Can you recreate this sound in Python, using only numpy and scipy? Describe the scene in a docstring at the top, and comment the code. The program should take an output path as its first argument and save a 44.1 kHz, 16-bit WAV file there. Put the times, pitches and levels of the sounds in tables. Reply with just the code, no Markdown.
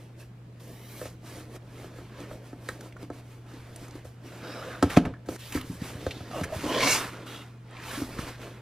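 """A hand rubs, pries at, drops and pulls out small cardboard boxes packed in a carton.
Sliding card catches and lets go in many tiny slips, which hiss on the surface and make the hollow
boxes ring. Boxes knock together, their edges snap, and now and then a panel creaks.
Soft room noise and a mains hum lie underneath. It is all heard close up, in stereo."""
import sys
import numpy as np
from scipy import signal
from scipy.fft import rfft, irfft, next_fast_len
from scipy.io import wavfile
from scipy.ndimage import uniform_filter1d

SR = 44100
rng = np.random.default_rng(int(sys.argv[2]) if len(sys.argv) > 2 else 0)


def master(y):
    """Save y as 16-bit WAV."""
    cut = np.clip(np.atleast_2d(y).T, -1, 1)
    pcm = np.round(cut * 32767)  # scale
    wavfile.write(sys.argv[1], SR, pcm.astype(np.int16))


N = 379701

# the notes that carton and boxes ring with: (pitch [Hz], level [dB], time to fade by 60 dB [s])
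CARD_NOTES = [(88.5, 1.5, 0.081), (141, -12.5, 0.2), (177, 0.5, 0.048), (256, 0.5, 0.07), (302, 4, 0.065),
              (343.6, 1, 0.049), (429.6, 2.5, 0.043), (499.3, 2.5, 0.069), (614, 3, 0.032), (706, 0, 0.067),
              (886, -1.5, 0.041), (1040, -5, 0.048), (1299, 9.5, 0.032), (1576, 11, 0.029),
              (1700, 12.5, 0.017), (1820, 8, 0.026), (2300, 4.5, 0.028), (2490, 7, 0.0076),
              (3870, 2, 0.014), (4400, 2, 0.011), (5100, 8, 0.0038)]
# the tone of card dragging on card: (frequency [Hz], relative level [dB])
DRAG_TONE = [(440, -16), (750, -2), (1130, 0.5), (2300, -3.5), (3190, -8), (3920, -12), (7000, -23.5),
             (9100, -31), (15400, -120)]
# the tone of fingertips on card: (frequency [Hz], relative level [dB])
HISS_TONE = [(3240, -8), (5500, -5.5), (7830, -6.5), (10100, -6), (13300, -7), (14900, -9.5), (15500, -22),
             (15900, -32)]
# how much the whole carton sways: (time [s], level compared with the box tone [dB])
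CARTON_SWAY = [(0, -19), (0.75, -28), (1.4, -4), (2.6, -12), (4.1, -1.5), (4.27, -29), (4.78, -9),
               (5.1, -0.5), (5.3, -23), (5.57, 7.5), (6.0, -10), (6.6, -4), (6.79, -41), (7.12, -17),
               (7.9, -9), (8.22, -1), (8.61, -12)]


def rubbing():
    """Tiny slips shake the card surface, the hollow boxes and the whole carton."""
    t = np.arange(N) / SR
    steps = t[::128]
    drag_db, hiss_db, box_db = (np.interp(t, steps, db) for db in hand_moves(steps))
    sway_db = at_time(CARTON_SWAY, t)[0]
    fine = slips(per_s=6000, spread_db=1.6, rustle=1.3)
    coarse = slips(per_s=600, spread_db=2.5, rustle=1.5)
    drag = shape(fine, lambda hz: amp(at_hz(DRAG_TONE, hz)) * (1 + .1 * peaks(hz, CARD_NOTES[10:], .2)))
    hiss = shape(fine, lambda hz: amp(at_hz(HISS_TONE, hz)))
    hollow = shape(coarse, lambda hz: peaks(hz, CARD_NOTES[2:12], 2.93) * amp(-5 * above(hz, 330)))
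    sway = shape(coarse[::-1], lambda hz: peaks(hz, CARD_NOTES[:2], 4) + .5 * bump(hz, 55, 20))
    jerk_db = drag_db - uniform_filter1d(drag_db, SR // 4)  # quick changes of drag shake the boxes too
    judder_db = 0.066 * np.maximum(drag_db + 67, 0) * wobble(150)  # hard drag catches and lets go
    surface = unit(drag) * amp(drag_db + judder_db) + unit(hiss) * amp(hiss_db)
    body = (unit(hollow) + unit(sway) * amp(sway_db)) * amp(box_db + 0.13 * jerk_db)
    # the tone flickers as the touching spots wander
    return flicker(surface + body, depth_db=2.2, bands=2, frames=14, lift=sliding)


# strokes over card: (full at [s], swell [s], hold [s], fade [s], drag [dB], hiss [dB], box tone [dB])
HAND_STROKES = [(0.005, 0.059, 0.0078, 0.3, -64, -63.5, -56), (0.202, .08, 0.012, 0.15, -69, -56.5, -56),
                (0.599, 0.008, 0.12, 0.44, -80, -59, -54.5), (1.022, 0.75, 0.051, 0.18, -57.5, -51, -52),
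                (1.265, 0.11, 0.14, 0.21, -57, -54, -50.5), (1.561, 0.19, .003, 0.039, -56, -52.5, -47.5),
                (1.796, 0.45, 0.057, 0.19, -57.5, -58, -50), (1.977, 0.29, .003, 0.52, -57.5, -61, -51),
                (2.217, 0.28, .003, 0.2, -50.5, -57.5, -48.5), (2.328, 0.26, .003, 0.24, -59.5, -57, -44.5),
                (2.468, 0.2, .003, 0.28, -61.5, -60, -57), (2.703, 0.32, .003, 0.31, -56.5, -53.5, -46.5),
                (2.835, 0.16, 0.039, 0.14, -59.5, -59.5, -50.5), (3.025, 0.13, .003, 0.13, -57, -58, -48.5),
                (3.135, 0.073, 0.066, 0.088, -60.5, -63, -54), (3.315, 0.41, 0.018, 0.31, -64.5, -63, -55),
                (3.504, 0.19, 0.078, 0.65, -58.5, -64, -57.5), (3.846, 0.7, .003, 0.19, -58, -56.5, -49.5),
                (3.96, 0.25, .003, 0.24, -55.5, -60, -52.5), (4.047, .005, 0.0083, 0.26, -74, -58, -64),
                (4.263, 0.13, 0.12, 0.25, -57, -59.5, -51), (4.474, 0.35, 0.26, 0.51, -49, -57, -46.5),
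                (4.826, 0.0077, .003, 0.17, -41, -47.5, -35), (4.9, 0.026, 0.042, 0.2, -42, -46, -47),
                (4.97, 0.012, 0.0025, 0.033, -24, -38, -29.5), (5.062, 0.13, 0.018, 0.09, -52, -86, -35.5),
                (5.298, 0.057, 0.064, 0.011, -59, -50, -44), (5.394, 0.05, 0.15, 0.11, -71, -53, -76),
                (5.56, 0.12, .003, 0.15, -42.5, -43, -50), (5.665, 0.17, 0.08, 0.28, -63.5, -53.5, -74),
                (5.841, 0.13, 0.057, 0.22, -50.5, -49, -56), (6.025, 0.94, 0.033, 1, -56.5, -55.5, -45.5),
                (6.363, 0.26, 0.044, 0.23, -48, -50, -44), (6.545, 0.13, 0.024, 0.15, -54, -48, -52),
                (7.267, 0.026, 0.089, 0.36, -50, -53, -50), (8.197, 0.11, .003, 0.27, -45, -47, -43),
                (8.284, 0.25, .003, 0.2, -45.5, -50, -51.5), (8.418, 0.13, 0.026, 0.44, -49.5, -56.5, -47)]
# a box is drawn out, then set down; one list per move: (time [s], drag [dB], hiss [dB], box tone [dB])
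BOX_PULLS = [
    [(6.45, -56, -82, -42), (6.6, -46, -49.5, -44.5), (6.7, -40, -44.5, -35), (6.787, -38, -45.5, -33),
     (6.85, -32.5, -37, -32.5), (6.927, -38, -29.5, -43), (6.965, -32.5, -34, -39), (7.115, -50, -56, -49),
     (7.24, -52, -66, -50), (7.35, -81, -90, -74)],
    [(7.6, -81, -92, -68), (7.665, -66, -76, -60), (7.72, -53.5, -73, -54), (7.875, -45.5, -48, -51.5),
     (7.94, -42, -44.5, -43.5), (8.01, -49.5, -45, -46.5), (8.085, -54.5, -54, -45),
     (8.15, -51, -54.5, -51), (8.25, -85, -85, -61)],
]
# the hand at rest: (drag [dB], hiss [dB], box tone [dB])
RESTING_HAND = [-69, -84, -62]


def hand_moves(t):
    """Levels of drag, hiss and box tone in dB: strokes and pulls add to the resting hand."""
    swing_db = 28 * np.c_[[1, 1.55, 0.78]]  # how far each of the three rises in a swell, falls in a fade
    power = amp(RESTING_HAND)[:, None] ** 2 * np.ones(len(t))
    for full_at, swell, hold, fade, *level_db in HAND_STROKES:
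        early = np.maximum((full_at - t) / swell, 0)
        late = np.maximum((t - full_at - hold) / fade, 0)
        power += amp(np.c_[level_db] - swing_db * (early + late)) ** 2
    for pull in BOX_PULLS:
        power += amp(at_time(pull, t)) ** 2 * (t > pull[0][0]) * (t < pull[-1][0])
    return 10 * np.log10(power)


def slips(per_s, spread_db, rustle):
    """Paper fibres stick and slip: uneven clicks over a smooth rustle, in two unrelated rows."""
    size = amp(spread_db * np.minimum(rng.exponential(1, (2, N)), 4))
    size *= rng.random((2, N)) < per_s / SR
    return unit(size * rng.standard_normal((2, N))) + rustle * rng.standard_normal((2, N))


# a slide sings, higher when faster: (start [s], end [s], first pitch [kHz], last pitch [kHz], boost [dB])
SINGING_SLIDES = [(0.56, 1.08, 23, 12, 10.5), (5.354, 5.516, 2.5, 3.5, 9.5), (5.364, 5.63, 19, 14, 6),
                  (5.933, 6.357, 3.1, 4.9, 7.5), (6.684, 7.026, 4.1, 6.7, 9.5)]
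# card rings against card or palm: (start [s], end [s], boost [dB], pitch rise [fraction], pitches [Hz])
TOUCHING_FACES = [(4.4, 4.82, 8, 0.02, [520, 643, 1245, 1425, 1600]),
                  (4.41, 4.64, 10, 0.05, [3820, 4900, 5400]), (6.62, 6.95, 9, 0.04, [494, 627, 1020]),
                  (6.68, 6.86, 7.5, 0.08, [1870, 3060, 3370]),
                  (6.785, 6.953, 10.5, -0.00087, [2170, 2260, 2730]), (0.19, 0.26, 11, 0.01, [1630, 2650]),
                  (6.3, 6.426, 9, 0.028, [1150, 2820]), (7.08, 7.56, 8.5, -0.03, [1380]),
                  (7.26, 7.45, 10, -0.027, [2820, 3330, 3750]),
                  (0.71, 1.01, 8, 0.13, [2100, 3100, 3900, 5800])]


def sliding(hz, t):
    """Sliding faces make some pitches stand out; gives the boost in dB by frequency and time."""
    boost = np.zeros((len(hz), len(t)))
    hz = hz[:, None]
    for start, end, first, last, db in SINGING_SLIDES:
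        progress = np.clip((t - start) / (end - start), 0, 1)
        centre_hz = 1000 * (first + (last - first) * progress)
        boost += db * np.sin(np.pi * progress) * np.exp(-(apart(hz + 1, centre_hz) / 0.69) ** 2)
    for start, end, db, rise, pitches in TOUCHING_FACES:
        on = (t > start) & (t < end)
        progress = (t[on] - start) / (end - start)
        touch = np.minimum(np.minimum(progress, 1 - progress) / 0.14, 1)
        bend = 1 + rise * (progress - .5)
        bands = sum(np.exp(-((hz - f * bend) / (2.46 * np.sqrt(f))) ** 2) for f in pitches)
        boost[:, on] += db * touch * bands
    return boost


# boxes bump: (time [s], level [dB], panel pitch [Hz], thump [dB], rap [dB], rap pitch [Hz], crack [dB],
# ring length [factor]); thump, rap and crack are compared with the level
BOX_KNOCKS = [(1.014, -28, 537, -22, -5.5, 1060, -14, 2.7), (1.055, -32, 580, -5, -2, 900, -9, 1.1),
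              (1.357, -37, 388, -10, -9, 694, -4, 8.1), (1.843, -34.5, 281, -11, -2.5, 600, -22, 1.3),
              (1.985, -35, 315, -43, -5, 606, -26, 0.86), (2.202, -35, 316, -21, -13, 781, -7, 2.7),
              (2.311, -38.5, 565, -5, 5, 650, -22, 0.65), (2.529, -31, 283, -17.5, -5.5, 693, -23.5, 1.3),
              (2.688, -29, 520, -9, 8.5, 1530, -6, 0.6), (3.028, -31.5, 302, -21, -9.5, 638, -14, 1.3),
              (3.101, -27, 333, -13, -1.5, 666, -21, 1.3), (3.536, -37, 253, -18, -10, 624, -13, 1.1),
              (3.952, -33.5, 307, -22, -24, 614, -14, 0.5), (4.051, -37.5, 496, -2, -6, 650, -19, 1.5),
              (4.826, -11, 254, -15, 2.5, 900, -8.5, 1.05), (4.837, -14.5, 263, -3, -12, 686, -41, 0.89),
              (4.971, -2.5, 198, -33, -3.5, 604, -22, 1.17), (5.054, -27.5, 221, -8, 3, 610, -33, 1.5),
              (5.066, -21.5, 153, -11, -7, 813, -31, 0.91), (5.287, -21.5, 350, -10, -4.5, 606, -13, 0.78),
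              (5.549, -18, 274, -13, -12, 2270, -14, 2.5), (5.574, -32, 283, -30, 4.5, 1260, -10, 1.1),
              (5.642, -33.5, 275, -13, -34, 655, -23, 0.71), (5.697, -25.5, 166, -26.5, -36, 681, -28, 1.9),
              (5.817, -20.5, 158, -16, -35.5, 2450, -22, 0.5), (5.949, -31.5, 151, 1, -18, 697, -28, 0.64),
              (6.065, -19.5, 466, -4.5, -1.5, 674, -12.5, 0.81), (6.206, -32.5, 151, 1, -2, 651, -18, 0.94),
              (6.312, -35, 185, -19, 5, 644, -7, 0.34), (6.411, -22, 152, -4, -6, 626, -15, 1.5),
              (6.559, -30.5, 151, 6, -19, 700, -21, 0.62), (6.638, -21, 277, -17, -11, 684, -16, 3),
              (8.016, -21.5, 256, -14, -15, 762, -15, 1.6), (8.187, -22, 247, 0, -5, 1030, -16, 0.19)]


def knock(db, panel_hz, thump_db, rap_db, rap_hz, crack_db, ring):
    """A push and a fading chatter ring the card; notes near the struck panel and edge are loudest."""
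    t = np.arange(6000) / SR
    hz, note_db, fade_s = np.transpose(CARD_NOTES)[:, :, None]
    chatter_noise, crack_noise = rng.standard_normal((2, len(t)))
    detune = rng.uniform(-0.02, 0.01, hz.shape)
    side = (-1) ** (np.arange(len(hz))[:, None] // 2)  # neighbouring panels move against each other
    fade_s = fade_s * np.where(hz < 900, ring, 1)
    notes = side * amp(note_db - 60 * t / fade_s) * np.sin(2 * np.pi * hz * (1 + detune) * t)
    panel = (notes * amp(-12.7 * apart(hz, panel_hz)))[2:9]
    rap = (notes * amp(-8.3 * apart(hz, rap_hz)))[8:]
    chatter = .2 * chatter_noise * np.exp(-t / (.007 * ring))
    crack = crack_noise * (np.exp(-t / 0.0054) + 0.033 * amp(-60 * t / 0.067))
    crack = shape(crack, lambda f: amp(-6 * apart(f + 1, 4200) - 6.5 * above(f, 7000)))
    blow = peak_at(crack_db, crack)
    for part_db, part, pitch in ((0, panel, panel_hz), (thump_db, notes[:2], 150), (rap_db, rap, rap_hz)):
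        push = np.exp(-(t * pitch / .14 - 2) ** 2) + chatter  # big panels take a longer push
        blow += peak_at(part_db, signal.fftconvolve(part.sum(0), push[:1500])[:len(t)])
    bass_cut = signal.butter(3, 62, "high", fs=SR, output="sos")  # small boxes give off no deep bass
    return -amp(db) * signal.sosfilt(bass_cut, blow)


# card edges snap and scuff: (time [s], level [dB], pitch [Hz], length [ms], relative brightness [dB])
EDGE_SNAPS = [(0.6, -52, 3620, 9, -17), (2.688, -21.5, 1470, 2, -11), (2.808, -36, 1570, 4.6, -10),
              (2.9246, -40, 2350, 3.3, -16), (2.9653, -38, 1360, 7.8, -26),
              (3.7605, -32.5, 8450, 2.8, -3.5), (3.8818, -36.5, 1210, 3.2, -17),
              (3.9095, -39, 5170, 1.2, -20), (4.898, -26.5, 2000, 17, -21),
              (5.0512, -29, 1900, 10.3, -23.5), (5.138, -38, 1470, 3.2, -37), (5.257, -47, 1610, 19, -12),
              (5.36, -33.5, 1600, 5.9, -12), (5.5217, -26.5, 2350, 8.7, -9.5), (5.547, -27, 2600, 1.3, -17),
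              (5.6123, -31.5, 2800, 3, -18), (5.6127, -33, 11500, 2, -20), (6.1077, -27, 2800, 10, -24),
              (6.433, -25.5, 1780, 15.4, -15), (6.8055, -18, 2600, 1.1, -19),
              (7.709, -47.5, 8000, 1.8, -12), (7.768, -36, 2190, 3.7, -24), (7.9086, -43, 1290, 8.3, -17)]


def snap(db, hz, length_ms, bright_db):
    """A card edge gives a gritty burst; longer scuffs start softer, hold and stop short."""
    ms = np.arange(3000) / SR * 1000
    attack = 1 - np.exp(-ms / (0.0093 * length_ms ** 2 + 0.025))
    decay = np.exp(-(ms / length_ms) ** (1 + 0.092 * length_ms))
    burst = rng.standard_normal(len(ms)) * attack * decay
    treble_db = lambda f: bright_db - 5.8 * apart(f + 1, 6000) - 3 * above(f, 7000)
    return peak_at(db, shape(burst, lambda f: amp(np.maximum(-18 * apart(f + 1, hz), treble_db(f)))))


# panels creak: (time [s], level [dB], pitch [Hz], length [ms], width to each side [Hz])
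PANEL_CREAKS = [(5.136, -53, 1710, 36, 58.5), (6.322, -37, 630, 103, 130), (6.492, -42, 630, 44, 90),
                (6.522, -33, 644, 31.5, 70.5), (7.967, -36, 282, 48, 50)]


def creak(db, hz, length_ms, width_hz):
    """A slipping edge keeps one panel singing on a rough note."""
    rough = rng.standard_normal(6000)[:int(length_ms / 1000 * SR)]
    tone = shape(rough, lambda f: bump(f, hz, width_hz))
    return amp(db) * unit(tone) * signal.windows.tukey(len(tone), .5)


def short_sounds():
    """Knocks, snaps and creaks in two rows: direct with room echo, and scattered by the carton walls."""
    track = np.zeros(N + 6000)
    for make, table in ((knock, BOX_KNOCKS), (snap, EDGE_SNAPS), (creak, PANEL_CREAKS)):
        for start, *settings in table:
            sound = make(*settings)
            fade_out = np.minimum(np.arange(len(sound))[::-1] / 300, 1) ** 2
            track[round(start * SR):][:len(sound)] += sound * fade_out
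    return np.array([track[:N] + amp(-10.5) * echoes(track, fade_s=0.18), echoes(track, fade_s=0.0022)])


def echoes(x, fade_s):
    """Reflections blur into a noisy tail that drops 60 dB in fade_s."""
    t = np.arange(SR // 3) / SR
    tail = rng.standard_normal(len(t)) * amp(-60 * t / fade_s) * (t > .002)
    return signal.fftconvolve(x, tail / np.linalg.norm(tail))[:N]


# the tone of the room noise: (frequency [Hz], relative level [dB])
ROOM_TONE = [(12, -54), (20, -22), (64, -11), (95, -11), (122, -17), (171, -9), (342, -19.5), (549, -29.5),
             (788, -31), (881, -30), (1410, -35.5), (13100, -54.5), (15500, -61)]
# how alike the room is on the left and right: (frequency [Hz], likeness [-1 to 1])
ROOM_LIKENESS = [(60, 1.0), (240, 0.99), (950, -0.58), (3770, -0.62), (15000, 0.82)]


def room_noise(level_db=-54):
    """A soft, low rush whose tone drifts a little."""
    air = shape(rng.standard_normal((2, N)), lambda hz: amp(at_hz(ROOM_TONE, hz)))
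    air = flicker(air, depth_db=1.3, bands=5, frames=60)
    return microphones(*amp(level_db) * unit(air), ROOM_LIKENESS, near=0)


# the hum of an appliance: (pitch [Hz], average level [dB])
HUM_NOTES = [(119.9, -47.5)]


def mains_hum():
    """Mains power makes an appliance hum; the level wavers slightly."""
    t = np.arange(N) / SR
    waver_db = 0.21 * wobble(6000)
    return sum(amp(db + waver_db) * np.sqrt(2) * np.sin(2 * np.pi * hz * t) for hz, db in HUM_NOTES)


# how far a near sound is ahead on the left: (frequency [Hz], lead [radians])
LEFT_LEAD = [(100, 0), (3000, -.08), (4200, -.5), (6500, -1.3), (11000, -1.5), (15500, -2.6)]
# how much louder a near sound is on the left: (frequency [Hz], left minus right [dB])
LEFT_LOUDER = [(150, 0), (400, -.6), (1200, -1.6), (2400, -.9), (4400, -1.8), (8000, -.5), (15000, 0)]


def microphones(left, unrelated, likeness, near):
    """The right microphone hears the left one's sound, shifted, plus a share of an unrelated one."""
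    like = lambda hz: at_hz(likeness, hz)
    shift = lambda hz: np.exp(-1j * near * at_hz(LEFT_LEAD, hz)) * amp(-near * at_hz(LEFT_LOUDER, hz))
    shared = shape(left, lambda hz: like(hz) * shift(hz))
    separate = shape(unrelated, lambda hz: np.sqrt(1 - like(hz) ** 2) * shift(hz))
    return np.array([left, shared + separate])


def flicker(x, depth_db, bands, frames, lift=lambda hz, t: 0):
    """Random patches of the tone, bands wide and frames long, swell and fade; lift adds a boost in dB."""
    hz, t, spectrum = signal.stft(x, SR, nperseg=512, noverlap=384)
    patches = uniform_filter1d(rng.standard_normal(spectrum.shape[1:]), bands, 0)
    patches = unit(uniform_filter1d(patches, frames, 1))
    spectrum = spectrum * amp(depth_db * patches + lift(hz, t))
    return signal.istft(spectrum, nperseg=512, noverlap=384)[1][:, :N]


def wobble(samples):
    """A random curve, smoothed over this many samples."""
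    return unit(uniform_filter1d(uniform_filter1d(rng.standard_normal(N), samples), samples))


def shape(x, gain):
    """Turns each frequency up or down by gain(hz)."""
    size = next_fast_len(x.shape[-1])
    return irfft(rfft(x, size) * gain(np.fft.rfftfreq(size, 1 / SR)), size)[..., :x.shape[-1]]


def peaks(hz, notes, blur):
    """Gain with a peak at each ringing note; blur widens the peaks."""
    pitch, db, fade_s = np.transpose(notes)[:, :, None]
    return np.linalg.norm(amp(db) * bump(hz, pitch, blur * 1.18 / fade_s), axis=0)


def bump(hz, centre, width):
    """Gain of 1 at the centre, halved one width away."""
    return 1 / (1 + ((hz - centre) / width) ** 2)


def apart(hz, centre):
    """Octaves between two pitches."""
    return abs(np.log2(hz / centre))


def above(hz, corner):
    """Octaves above the corner, 0 below it."""
    return np.log2(np.maximum(hz / corner, 1))


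def at_hz(table, hz):
    """Reads a table between its rows, on a pitch scale."""
    f, value = np.transpose(table)
    return np.interp(np.log(hz + 1), np.log(f + 1), value)


def at_time(table, t):
    """Reads each column of a table at times t."""
    times, *columns = np.transpose(table)
    return [np.interp(t, times, column) for column in columns]


def amp(db):
    """Decibels to gain."""
    return 10 ** (np.asarray(db) / 20)


def unit(x):
    """Scales to an average size (rms) of 1."""
    return x / np.sqrt(np.mean(abs(x) ** 2) + 1e-20)


def peak_at(db, x):
    """Scales the highest peak to db."""
    return amp(db) * x / abs(x).max()


# how alike the boxes are on the left and right: (frequency [Hz], likeness [-1 to 1])
BOX_LIKENESS = [(100, 1), (300, .995), (640, .98), (1400, .955), (3100, .9), (7000, .7), (15000, .55)]


def scene():
    """Boxes handled close to the microphones, over room noise and hum."""
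    boxes = rubbing() + short_sounds()
    return microphones(*boxes, BOX_LIKENESS, near=1) + room_noise() + mains_hum()


def record(dry):
    """Rounds off peaks above 0.6, then cuts the highest treble."""
    rounded = np.sign(dry) * (.6 + .3 * np.tanh((abs(dry) - .6) / .3))
    limited = np.where(abs(dry) < .6, dry, rounded)
    treble_cut = signal.firwin(511, 15900, window=("kaiser", 9), fs=SR)
    return signal.oaconvolve(limited, treble_cut[None], "same")


dry = scene()
out = record(dry)
master(out)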